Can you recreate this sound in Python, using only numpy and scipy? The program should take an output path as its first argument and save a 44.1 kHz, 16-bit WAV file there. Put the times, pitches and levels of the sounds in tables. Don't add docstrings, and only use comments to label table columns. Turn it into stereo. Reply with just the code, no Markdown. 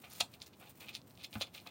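import sys
import numpy as np
from scipy import signal
from scipy.fft import rfft, irfft, next_fast_len
from scipy.io import wavfile

SR = 44100
rng = np.random.default_rng(int(sys.argv[2]) if len(sys.argv) > 2 else 0)


def digitize_waveform(pressure):
    field = np.atleast_2d(pressure).T
    bounded = np.clip(field, -1, 1)
    quanta = np.round(bounded * 32767).astype(np.int16)
    wavfile.write(sys.argv[1], SR, quanta)


N = 74970
TIME_S = np.arange(N) / SR

# frequency in Hz, relative level in dB.
AIR_SPECTRUM = [(20, -38), (42, -26), (68, -4), (105, 0), (160, -4), (220, -3), (300, -6), (400, -13),
                (900, -22), (2000, -32), (6000, -33), (11000, -38), (16000, -31)]
CRACKLE_SPECTRUM = [(800, -16), (1600, -5), (2500, -1), (4500, -6), (6500, -7), (9000, -1), (11000, -9),
                    (13500, 0), (16000, 1)]
CHURN_SPECTRUM = [(40, -25), (150, -5), (300, 1), (600, 1), (900, -1), (1500, -8), (3000, -18), (8000, -32)]
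# time in seconds, relative level in dB.
CRACKLE_ENVELOPE = [(0, -67), (.05, -67), (.09, -68), (.125, -59), (.195, -58), (.206, -50), (.225, -64),
                    (.285, -77), (.342, -63), (.385, -79), (.425, -66), (.452, -74), (.47, -60), (.5, -79),
                    (.555, -79), (.574, -67), (.592, -72), (.61, -65), (.68, -70), (.703, -63), (.735, -77),
                    (.77, -67), (.799, -70), (.806, -58), (.875, -70), (.896, -59), (.925, -77),
                    (.952, -58), (.985, -77), (1.05, -82), (1.08, -69), (1.225, -71), (1.245, -57),
                    (1.285, -81), (1.34, -55), (1.368, -68), (1.412, -54), (1.45, -72), (1.52, -79),
                    (1.548, -57), (1.59, -66), (1.65, -68), (1.672, -63), (1.7, -76)]
CHURN_ENVELOPE = [(0, -70), (.2, -67), (.35, -68), (.55, -70), (.63, -65), (.74, -72), (.84, -65),
                  (1.04, -71), (1.18, -68), (1.3, -72), (1.44, -65), (1.52, -70), (1.7, -68)]
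# peak time in seconds, relative rasp level in dB, rasp pitch in Hz,
# relative wall push in dB, rise and fall in seconds (each over 20 dB).
SPOON_DRAGS = [(.038, -53, 1900, -58, .007, .06), (.120, -52, 6500, -71, .03, .06),
               (.186, -55, 5500, -66, .13, .03), (.2085, -27, 4400, -38, .008, .016),
               (.342, -56, 3100, -68, .02, .025), (.422, -51, 4600, -64, .018, .035),
               (.468, -56, 5000, -69, .008, .03), (.538, -61, 3200, -76, .012, .02),
               (.616, -60, 2500, -59, .022, .08), (.672, -61, 3100, -72, .02, .05),
               (.806, -55, 2400, -60, .005, .11), (.892, -48, 2700, -69, .02, .025),
               (.954, -42, 4000, -67, .025, .027), (1.215, -56, 3500, -68, .05, .05),
               (1.2455, -42.5, 3800, -62, .013, .015), (1.334, -50, 2900, -59, .009, .04),
               (1.356, -54, 2000, -46, .005, .028), (1.418, -36.5, 3500, -47, .015, .028),
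               (1.475, -57, 2700, -69, .02, .022), (1.554, -53, 3400, -61, .025, .032),
               (1.574, -55, 3000, -70, .01, .06), (1.666, -52.5, 2700, -54, .006, .04)]
# frequency in Hz, relative level in dB.
RASP_SPECTRUM = [(300, -16), (1000, -13), (1700, -10), (2350, 2), (3200, -.5), (4000, 0), (5500, -6),
                 (7500, -3), (9300, -1), (11000, -14), (16000, -9)]
PUSH_SPECTRUM = [(80, -15), (200, -3), (380, -9), (560, 1), (850, 0), (1020, -9), (1200, -1), (1900, -8),
                 (4000, -30)]
# frequency in Hz, relative gain in dB, T60 in seconds.
CUP_MODES = [(560, -2, .05), (720, 0, .05), (815, -1, .06), (1220, 4, .08), (2100, 2, .05), (2410, 1, .06),
             (2546, 5, .07), (2769, 0, .06), (3143, 1, .09), (3462, 2, .1), (3686, 3, .08), (4098, 5, .06),
             (4313, 2, .08), (4975, 2, .06), (6860, 5, .08), (7420, 2, .06), (7990, 5, .08), (9290, 3, .05)]
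# start in seconds, relative peak in dB, pitch in Hz.
WALL_TICKS = [(.1018, -37, 14500), (.1195, -37, 6000), (.1353, -31, 13500), (.2053, -15, 8000),
              (.2075, -14, 7200), (.2084, -15, 3900), (.2088, -28, 720), (.2099, -15.5, 3600),
              (.2135, -23, 3600), (.3393, -41, 4000), (.4028, -45, 4000), (.4188, -30, 4000),
              (.4268, -34, 7500), (.4630, -41, 6000), (.5995, -40, 13500), (.6955, -36, 14500),
              (.7003, -43, 8000), (.8035, -41, 7000), (.8085, -39, 4000), (.8853, -33, 2900),
              (.8932, -37, 3300), (.9514, -24, 3900), (1.0168, -46, 4200), (1.1085, -48, 4200),
              (1.1535, -49, 4500), (1.1755, -44, 3000), (1.2453, -30, 4000), (1.3293, -36, 3400),
              (1.3543, -34, 2600), (1.3580, -37, 1200), (1.4110, -34, 560), (1.4115, -25, 3500),
              (1.4158, -23, 3800), (1.4168, -27, 8500), (1.4207, -22.5, 3600), (1.4245, -24, 3600),
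              (1.6010, -42, 4000), (1.6640, -44, 950), (1.6727, -34, 3600)]
# start in seconds, strength in dB.
CUP_BUMPS = [(.220, -16), (1.356, 0)]
# frequency in Hz, relative level in dB, T60 in seconds.
TABLE_MODES = [(80, -35, .075), (108, -29, .075), (150, -33, .06), (219, -26, .08), (262, -35, .06)]
# frequency in Hz, relative level in dB.
TAIL_SPECTRUM = [(100, -1), (600, 3), (1200, 7), (2200, -2), (5000, -3), (9000, -3), (16000, -4)]


def from_db(db):
    return 10 ** (np.asarray(db) / 20)


def unit_rms(x):
    return x / np.sqrt(np.mean(x ** 2) + 1e-20)


def colour(x, spectrum):
    size = 4096
    hz, db = np.transpose(spectrum)
    bins_hz = np.arange(size // 2 + 1) * SR / size
    gain = unit_rms(from_db(np.interp(np.log(bins_hz + 1), np.log(hz), db)))
    cepstrum = irfft(np.log(gain))
    cepstrum[1:size // 2] *= 2
    cepstrum[size // 2 + 1:] = 0
    impulse = irfft(np.exp(rfft(cepstrum)))
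    padded = next_fast_len(N + size)
    return irfft(rfft(x, padded) * rfft(impulse, padded), padded)[..., :N]


def resonate(x, hz, width_hz):
    radius = np.exp(-np.pi * width_hz / SR)
    feedforward = np.array([1, 0, -1]) * (1 - radius ** 2) / 2
    feedback = [1, -2 * radius * np.cos(2 * np.pi * hz / SR), radius ** 2]
    return signal.lfilter(feedforward, feedback, x + 1e-18)


def clicks(per_s, spread_db):
    sizes = from_db(spread_db * np.minimum(rng.exponential(1, N), 4))
    return unit_rms(sizes * rng.choice([-1, 1], N) * (rng.random(N) < per_s / SR))


def flutter(per_s, depth_db):
    knots = rng.standard_normal(N)
    return unit_rms(from_db(depth_db * np.interp(TIME_S * per_s, np.arange(N), knots)))


def widen(mid, side, side_db):
    return mid + from_db(side_db) * side * np.array([[1], [-1]])


def air(level_db=-62.5):
    noise = widen(*rng.standard_normal((2, N)), side_db=-9)
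    return from_db(level_db) * colour(noise, AIR_SPECTRUM)


def rice(crackle_gain_db=3.5):
    pops = widen(*[clicks(per_s=3800, spread_db=3.8) for _ in range(2)], side_db=-3)
    churn = widen(*[clicks(per_s=1500, spread_db=2.5) for _ in range(2)], side_db=-7)
    clumps = flutter(per_s=90, depth_db=2.3)
    pops *= clumps * from_db(crackle_gain_db + np.interp(TIME_S, *np.transpose(CRACKLE_ENVELOPE)))
    churn *= from_db(np.interp(TIME_S, *np.transpose(CHURN_ENVELOPE)))
    return colour(pops, CRACKLE_SPECTRUM) + colour(churn, CHURN_SPECTRUM)


def scrapes(rasp_gain_db=-4, roundness=1.25):
    slips = clicks(per_s=4500, spread_db=3) * flutter(per_s=400, depth_db=3)
    rasp = push = 0
    for peak_s, rasp_db, hz, push_db, rise_s, fall_s in SPOON_DRAGS:
        from_peak = np.maximum((peak_s - TIME_S) / rise_s, (TIME_S - peak_s) / fall_s)
        envelope = from_db(-20 * np.minimum(from_peak, 10) ** roundness)
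        rasp += from_db(rasp_db) * envelope * unit_rms(resonate(slips, hz, width_hz=.75 * hz))
        push += from_db(push_db) * envelope
    hollow = colour(push * clicks(per_s=6000, spread_db=1.2), PUSH_SPECTRUM)
    return from_db(rasp_gain_db) * colour(rasp, RASP_SPECTRUM) + hollow


def cup(contact, direct_db=-1.5, ring_db=-4.5):
    ring = sum(from_db(db) * resonate(contact, hz, width_hz=np.log(1000) / np.pi / t60_s)
               for hz, db, t60_s in CUP_MODES)
    return from_db(direct_db) * contact + from_db(ring_db) * ring


def ticks():
    track, impulse = np.zeros(N + SR), signal.unit_impulse(1024)
    for start_s, db, hz in WALL_TICKS:
        width_hz = .64 * hz
        tick = resonate(resonate(impulse, hz, width_hz), hz, width_hz)
        start = int(start_s * SR)
        track[start:start + len(tick)] += from_db(db) * tick / np.abs(tick).max()
    return track[:N]


def bumps(contact_s=.009):
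    track = np.zeros(N)
    for start_s, strength_db in CUP_BUMPS:
        age_s = np.maximum(TIME_S - start_s, 0)
        thud = sum(from_db(strength_db + db - 60 * age_s / t60_s) * np.sin(2 * np.pi * hz * age_s)
                   for hz, db, t60_s in TABLE_MODES)
        track += thud * (1 - np.exp(-age_s / contact_s))
    return track


def room(x, t60_s=.14, onset_s=.003, gain_db=-14.5):
    envelope = from_db(-60 * TIME_S / t60_s) * (1 - np.exp(-TIME_S / onset_s))
    tail = rng.standard_normal((2, N)) * envelope
    tail /= np.sqrt(np.sum(tail[0] ** 2))
    wet = signal.fftconvolve(x[None], widen(*tail, side_db=0), axes=1)[:, :N]
    return from_db(gain_db) * colour(wet, TAIL_SPECTRUM)


def scene(pan_db=.7, port_hz=8000):
    stirring = cup(scrapes() + ticks()) + bumps()
    phase_turned = stirring - 2 * resonate(stirring, port_hz, width_hz=2400)
    direct = np.array([stirring * from_db(-pan_db), phase_turned * from_db(pan_db)])
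    return direct + room(stirring) + rice() + air()


def record(dry, low_cut_hz=60, high_cut_hz=16000):
    highpass = signal.butter(3, low_cut_hz, "high", fs=SR, output="sos")
    lowpass = signal.ellip(10, .1, 80, high_cut_hz, fs=SR, output="sos")
    return signal.sosfilt(lowpass, signal.sosfilt(highpass, dry))


dry = scene()
out = record(dry)
digitize_waveform(out)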